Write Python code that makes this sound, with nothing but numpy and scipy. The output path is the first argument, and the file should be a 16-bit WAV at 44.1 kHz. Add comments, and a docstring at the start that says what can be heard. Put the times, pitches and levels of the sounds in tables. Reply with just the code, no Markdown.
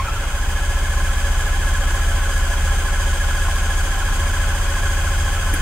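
"""In a plane's cockpit inside a hangar, the starter turns a piston engine that does not fire.
About 14 times a second a piston squeezes its air. Each of these strokes thumps the cabin and
slows the starter, so the whine of its gear teeth swoops. The gears scrape as they meet, then
churn, rattle and hiss under the load, over a low rumble. A switch clicks near the end."""
import sys
import numpy as np
from scipy import signal
from scipy.fft import rfft, irfft
from scipy.io import wavfile

SR = 44100
rng = np.random.default_rng(int(sys.argv[2]) if len(sys.argv) > 2 else 0)


def store_pcm(level_fs):
    """Save levels as 16-bit WAV."""
    pcm = np.round(np.clip(level_fs, -1, 1) * 32767).astype(np.int16)
    wavfile.write(sys.argv[1], SR, np.atleast_2d(pcm).T)


N = 247442
TIME, FREQ = np.arange(N) / SR, np.fft.rfftfreq(N, 1 / SR)

# The thump's tones. Each row: multiple of the stroke rate, level in dB at first, level once settled.
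THUMP_TONES = [(1, -56, -56), (2, -17, -21), (3, -23, -24), (4, -21.5, -41.5), (5, -22, -25),
               (6, -37, -26.5), (7, -59, -43.5), (8, -38, -56), (9, -78, -68), (10, -55, -45),
               (11, -44, -57), (12, -47, -42.5), (13, -46, -52.5)]
# The four cylinders differ a little. Each row: change in dB of the thump, then of whine and churn.
CYLINDERS = [(-.1, .2), (-.8, .1), (.2, -.4), (.6, .2)]
# One stroke. Each row: place from 0 to 1, starter speed factor, change in dB of whine, churn and hiss.
STROKE_SHAPE = [(0, 1.055, -2, -.8, -1.4), (.12, 1.062, .8, .2, .4), (.27, 1.056, 0, .3, .7),
                (.38, 1.036, 1.2, -.5, .5), (.49, .988, 2.6, -.5, 1), (.58, .958, 3.3, .3, 0),
                (.7, .94, -2.8, .1, -.5), (.8, .88, -5.5, -.3, -.6), (.88, .9, -7.5, -1.2, -1),
                (.94, 1.035, -5, -1.5, -1.4)]
# The whine's tones, at 1, 2, 3.. times the tooth rate. 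Each row: level in dB, wobble in cycles.
WHINE_TONES = [(-34, 0.083), (-47.5, .08), (-52.5, 0.048), (-47.5, 0.072), (-47, 0.074), (-49.5, 0.088),
               (-61, 0.12)]
# The motor shaft's tones. Each row: fraction of the tooth rate, level in dB.
SHAFT_TONES = [(1 / 3, -55), (1 / 2, -50), (2 / 3, -45.5), (3 / 4, -53.5)]
# The colours of three noises. Each row: frequency in Hz, relative level in dB.
CHURN_COLOUR = [(60, -0.5), (140, -9.5), (250, -1), (305, -4.5), (450, -4), (750, -6), (860, -2),
                (930, -3.5), (1080, -0.5), (1200, -2), (1400, -2.5), (1720, 0.5), (1900, -4), (2550, -4),
                (2800, -7), (3200, -2.5), (3700, -11), (6000, -22.5)]
HISS_COLOUR = [(2000, -29), (3550, -0.5), (3750, -1), (4400, -7.5), (4680, -6.5), (4830, -3.5),
               (5030, -3.5), (5200, -5.5), (5500, -4), (6050, 4.5), (6600, 2), (6800, 1), (7450, 1),
               (8200, -0.5), (8700, -1), (9350, -2.5), (9950, -1.5), (10300, -2.5), (10700, -2.5),
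               (11200, -8.5), (12400, -12), (13500, -9), (14150, -11.5), (14800, -12.5), (16000, -11.5)]
RUMBLE_COLOUR = [(8, -34), (16, -26), (24, -15), (45, -12), (62, -6), (75, -1.5), (86, -6), (100, -7.5),
                 (130, -19), (200, -23.5), (400, -52)]
# Where loose gears slap. Each row: place and scatter as shares of a stroke, clack in dB, tick in dB.
GEAR_SLAPS = [(.02, 0.015, -36.5, -59), (.16, .03, -35.5, -42), (.37, 0.025, -49, -34),
              (.585, .01, -38, -35.5), (.74, .04, -36, -52)]
# The hardest clacks. Each row: start in seconds, relative level in dB.
HARD_CLACKS = [(0.69, -18), (1.143, -28.5), (1.349, -28), (2.671, -32), (2.718, -22), (3.482, -17.5),
               (3.694, -23), (3.979, -19), (4.088, -15.5), (5.322, -28), (5.465, -20)]
# How the gear housing rings after a clack. Each row: pitch in Hz, width in Hz, relative level in dB.
HOUSING_BANDS = [(784, 120, -2.5), (1068, 137, 2.5), (1020, 970, -3)]
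# The switch's snap. Each row: pitch in Hz, width in Hz, level in dB, seconds to fade by 60 dB.
SWITCH_BANDS = [(2250, 700, -29, .12), (10200, 1400, -24.5, 0.074), (12500, 1600, -29, 0.081)]
# How the cabin, engine cover and gear housing ring. Each row: pitch in Hz, width in Hz, boost in dB.
PANEL_RINGS = [(165, 30, 4.5), (240, 15, 4), (270, 15, 5), (339, 18, 7), (372, 18, 5), (430, 14, 5),
               (569, 25, 10), (684, 18, 8), (794, 24, 8), (860, 50, 3), (1043, 40, 7), (1326, 24, 7),
               (1499, 26, 6), (1545, 25, 1.5), (1615, 40, 3), (1664, 20, 4), (1695, 20, 6), (2095, 28, 6.5),
               (2180, 18, 6), (2440, 40, 4), (2560, 30, 4), (3020, 110, 4), (3260, 100, 5), (4910, 200, 7),
               (6280, 150, 3), (6635, 50, 7), (7480, 200, 4), (8250, 150, 2), (9650, 250, 3), (9930, 80, 3),
               (14180, 150, 4)]
# The echo of the cabin, then the hangar. Each row: seconds to fade by 60 dB, level in dB.
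ECHOES = [(.22, -2), (.8, -9)]
# Stereo width. Each row: frequency in Hz, level in dB of what the ears hear apart against together.
STEREO_WIDTH = [(60, -54), (130, -69), (200, -25), (380, -18.5), (700, -17.5), (1200, -9.5), (1520, -6),
                (1690, -3.5), (2380, -3.5), (3500, 2), (4300, -1), (6050, 3), (7100, -3.5), (8800, -3.5),
                (10000, 0.5), (15000, -3)]

SPIN_UP_S, LOAD_S = .25, 1.13  # how slowly the starter gains speed and the load comes on


def crank(steady_hz=14.151, lacking_hz=3.774, extra_hz=1.189):
    """Counts the strokes so far: the starter spins up, runs a little fast and settles."""
    stroke_hz = steady_hz - lacking_hz * fading(SPIN_UP_S) + extra_hz * fading(1)
    return .504 + np.cumsum(stroke_hz) / SR  # begins halfway through a stroke


def thump(strokes, cylinder_db, cabin_hz=79, settle_s=5.1, lag_strokes=.026):
    """Each stroke pushes the cabin air; tones above the air's own pitch come out upside down."""
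    propeller = np.cos(2 * np.pi * (strokes - 3) / 4.86)  # one turn every 4.86 strokes
    level_db = 2 - 10 * fading(.53) - .46 * propeller
    settled = np.minimum(TIME / settle_s, 1)
    stroke_hz = np.ptp(strokes) / TIME[-1]
    out = np.zeros(N)
    for k, (_, first_db, late_db) in enumerate(THUMP_TONES, 1):
        wave = np.cos(2 * np.pi * k * (strokes - lag_strokes * settled))
        out += amp(first_db + (late_db - first_db) * settled) * np.sign(cabin_hz - k * stroke_hz) * wave
    return out * amp(level_db + cylinder_db)


def starter_speed(stroke_speed, bite):
    """Each squeeze slows the starter, less as the engine loosens; the gears' first bite slows it too."""
    depth = 1 + .25 * fading(1.8) + .07 * wander(19.84)
    dip = (stroke_speed.max() - stroke_speed) * depth
    return (stroke_speed.max() - dip) * (1 - .11 * bite)


def whine(strokes, speed, teeth_per_stroke=110.5):
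    """Chattering gear teeth sing lower and duller on each squeeze; the shaft's tones come and go."""
    looseness = 1 + .006 * wander(35)
    tooth_hz = teeth_per_stroke * np.gradient(strokes) * SR * speed * looseness
    teeth = np.cumsum(tooth_hz) / SR
    sag = tooth_hz / tooth_hz.max() - 1
    out = np.zeros(N)
    for k, (db, wobble) in enumerate(WHINE_TONES, 1):
        flutter = 1 + .4 * wander(150) + .1 * wander(40)
        cycles = k * teeth + wobble * wander(170) + rng.random()
        dulling = amp(5 * (k - 4.5) * sag)
        out += amp(db) * evened(flutter * dulling * np.cos(2 * np.pi * cycles))
    for fraction, db in SHAFT_TONES:
        flutter = 1 + .45 * wander(130) + .45 * wander(12)
        out += amp(db) * evened(flutter * np.cos(2 * np.pi * (fraction * teeth + rng.random())))
    return out


def ring_gear():
    """The engine's big gear sings on at its own steady pitch under the swoops."""
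    return band(hz=1669, width_hz=120) * amp(-45.5 - 4 * fading(LOAD_S)) * (1 - fading(SPIN_UP_S))


def churn(change_db):
    """The gears grind with a rough noise that grows as the load comes on."""
    level_db = -32 - 2.5 * fading(LOAD_S) + change_db
    return noise(amp(curve(CHURN_COLOUR))) * amp(level_db + .43 * wander(200))


def hiss(change_db):
    """The gears give a flickering hiss that grows with load and speed."""
    level_db = -36 - 2.5 * fading(LOAD_S) - 4 * fading(SPIN_UP_S) + change_db
    return noise(amp(curve(HISS_COLOUR))) * amp(level_db + wander(600) + .52 * wander(9.9))


def rattle(strokes):
    """Loose teeth slap together with dull clacks and bright ticks, louder as the load comes on."""
    clacks, ticks = np.zeros((2, N))
    for place, scatter, clack_db, tick_db in GEAR_SLAPS:
        blows = pulses(strokes, place, scatter, scatter_db=1.5)
        clacks += amp(clack_db) * blows
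        ticks += amp(tick_db) * blows
    for start_s, db in HARD_CLACKS:
        clacks[round(start_s * SR)] += amp(db - 9.5)
    housing = evened(sum(amp(db) * band(hz, width) for hz, width, db in HOUSING_BANDS))
    dull = dying(clacks, fade_s=.044) * housing
    bright = dying(ticks, fade_s=.027) * band(hz=2600, width_hz=1450)
    return (dull + bright) * amp(-7 * fading(LOAD_S))


def hoots(strokes, rise_s=.00983):
    """A short hoot near 560 Hz swells once a stroke, varying in strength."""
    starts = pulses(strokes, place=.0834, scatter=0, scatter_db=3)
    hoot = short_tone(peak_s=rise_s, db=-37, hz=559, rise_s=rise_s)[:N // 32]
    return signal.oaconvolve(starts, hoot)[:N]


def scrape(from_hz=2150, to_hz=2955, width_hz=180):
    """The starter's small gear rasps on the big one, rising and fading as it slides into place."""
    gap = fading(.14)
    cycles = np.cumsum(to_hz + (from_hz - to_hz) * gap) / SR
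    rasp = noise(1 / (1 + (FREQ / width_hz) ** 4)) * np.cos(2 * np.pi * cycles)
    return amp(-36.5) * gap * evened(rasp)


def switch(start_s=5.538, rise_s=.0003):
    """A switch snaps, with a dull knock from the instrument panel."""
    age = np.maximum(TIME - start_s, 0)
    attack = 1 - np.exp(-age / rise_s)
    snap = sum(amp(db - 60 * age / fade_s) * noise(1 / (1 + (2 * (FREQ - hz) / width) ** 2))
               for hz, width, db, fade_s in SWITCH_BANDS)
    return attack * snap + short_tone(peak_s=start_s + .002, db=-23.5, hz=295, rise_s=.006)


def rumble():
    """A low rumble, stronger at first as the engine rocks on its mounts."""
    return noise(amp(curve(RUMBLE_COLOUR))) * amp(-31 + 2.8 * fading(.31))


def panels(sound):
    """The panels round the engine and cabin boost the pitches at which they ring."""
    boosts = [1 + (amp(db) - 1) / (1 + 2j * (FREQ - hz) / width) for hz, width, db in PANEL_RINGS]
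    ringing = irfft(np.prod(boosts, axis=0), N)[:N // 32]
    return signal.oaconvolve(sound, ringing[None], axes=1)[:, :N]


def echoes(sound, wall_hz=2600):
    """Low tones pass through the wall behind the engine; high ones arrive as cabin and hangar echoes."""
    tails = [(rng.standard_normal((2, N)) * amp(-60 * TIME / fade_s), db) for fade_s, db in ECHOES]
    room = spread(sum(amp(db) * tail / np.linalg.norm(tail[0]) for tail, db in tails))
    direct = signal.lfilter(*signal.butter(1, wall_hz, fs=SR), sound)
    return direct + signal.fftconvolve((sound - direct)[None], room[:, :N // 2], axes=1)[:, :N]


def pulses(strokes, place, scatter, scatter_db):
    """One pulse of random strength near the same place in every stroke."""
    late, strength = np.clip(rng.standard_normal((int(strokes[-1]) + 1, 2)), -2, 2).T
    at = np.searchsorted(strokes, np.arange(len(late)) + place + scatter * late)
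    inside = (at > 0) & (at < N)
    return np.bincount(at[inside], amp(scatter_db * strength[inside]), N)


def dying(blows, fade_s, rise_s=.00071):
    """Each blow swells quickly, then drops by 60 dB in fade_s."""
    age = np.arange(N // 32) / SR
    return signal.oaconvolve(blows, (1 - np.exp(-age / rise_s)) * amp(-60 * age / fade_s))[:N]


def short_tone(peak_s, db, hz, rise_s):
    """A tone swells to its peak and soon dies away."""
    age = np.clip(1 + (TIME - peak_s) / rise_s, 0, 20)
    return amp(db) * age * np.exp(1 - age) * np.sin(2 * np.pi * hz * (TIME - peak_s))


def band(hz, width_hz):
    """Stereo noise close to one pitch."""
    return noise(1 / (1 + (2 * (FREQ - hz) / width_hz) ** 4))


def noise(gain):
    """Stereo noise of strength 1, coloured by a gain for each frequency."""
    return evened(spread(irfft(rfft(rng.standard_normal((2, N))) * gain, N)))


def spread(pair):
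    """Two unrelated signals become left and right: alike in the bass, apart in the treble."""
    mid, side = rfft(pair)
    width = amp(curve(STEREO_WIDTH))
    return irfft(np.array([mid + width * side, mid - width * side]) / np.sqrt(1 + width ** 2), N)


def wander(rate_hz):
    """A smooth random wobble of strength 1, up to about this rate."""
    return evened(irfft(rfft(rng.standard_normal(N)) / (1 + (FREQ / rate_hz) ** 4), N))


def curve(points):
    """Joins a table's points into a level in dB for every frequency."""
    hz, db = np.transpose(points)
    return np.interp(np.log(FREQ + 1), np.log(hz + 1), db)


def fading(seconds):
    """Falls from 1 towards 0, reaching about a third after this time."""
    return np.exp(-TIME / seconds)


def amp(db):
    """Turns decibels into a gain."""
    return 10 ** (np.asarray(db) / 20)


def evened(x):
    """Scales a signal to an average strength (rms) of 1."""
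    return x / np.sqrt(np.mean(x ** 2) + 1e-20)


def scene():
    """The count of strokes keeps the thump, the whine and the gear noises in step."""
    strokes = crank()
    places, *columns = np.transpose(STROKE_SHAPE)
    speed, whine_db, churn_db, hiss_db = (np.interp(strokes, places, c, period=1) for c in columns)
    cylinder_db, load_db = (np.interp(strokes, np.arange(len(c)), c, period=len(c))
                            for c in np.transpose(CYLINDERS))
    bite = np.exp(-(TIME / .024) ** 4)
    strain_db = .5 - 4 * fading(LOAD_S) + 1.5 * fading(SPIN_UP_S) + 1.5 * bite
    starter = whine(strokes, starter_speed(speed, bite)) * amp(whine_db + load_db + strain_db)
    gears = echoes(starter) + ring_gear() + churn(churn_db + load_db - 1.5 * bite) + hiss(hiss_db)
    background = rumble()
    gears += rattle(strokes) + scrape()
    return thump(strokes, cylinder_db) + panels(gears) + hoots(strokes) + switch() + background


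def record(dry, top_hz=15780):
    """Cuts away the very highest treble."""
    low_pass = signal.firwin(1023, top_hz, window=("kaiser", 9), fs=SR)
    return signal.oaconvolve(dry, low_pass[None], "same")


dry = scene()
out = record(dry)
store_pcm(out)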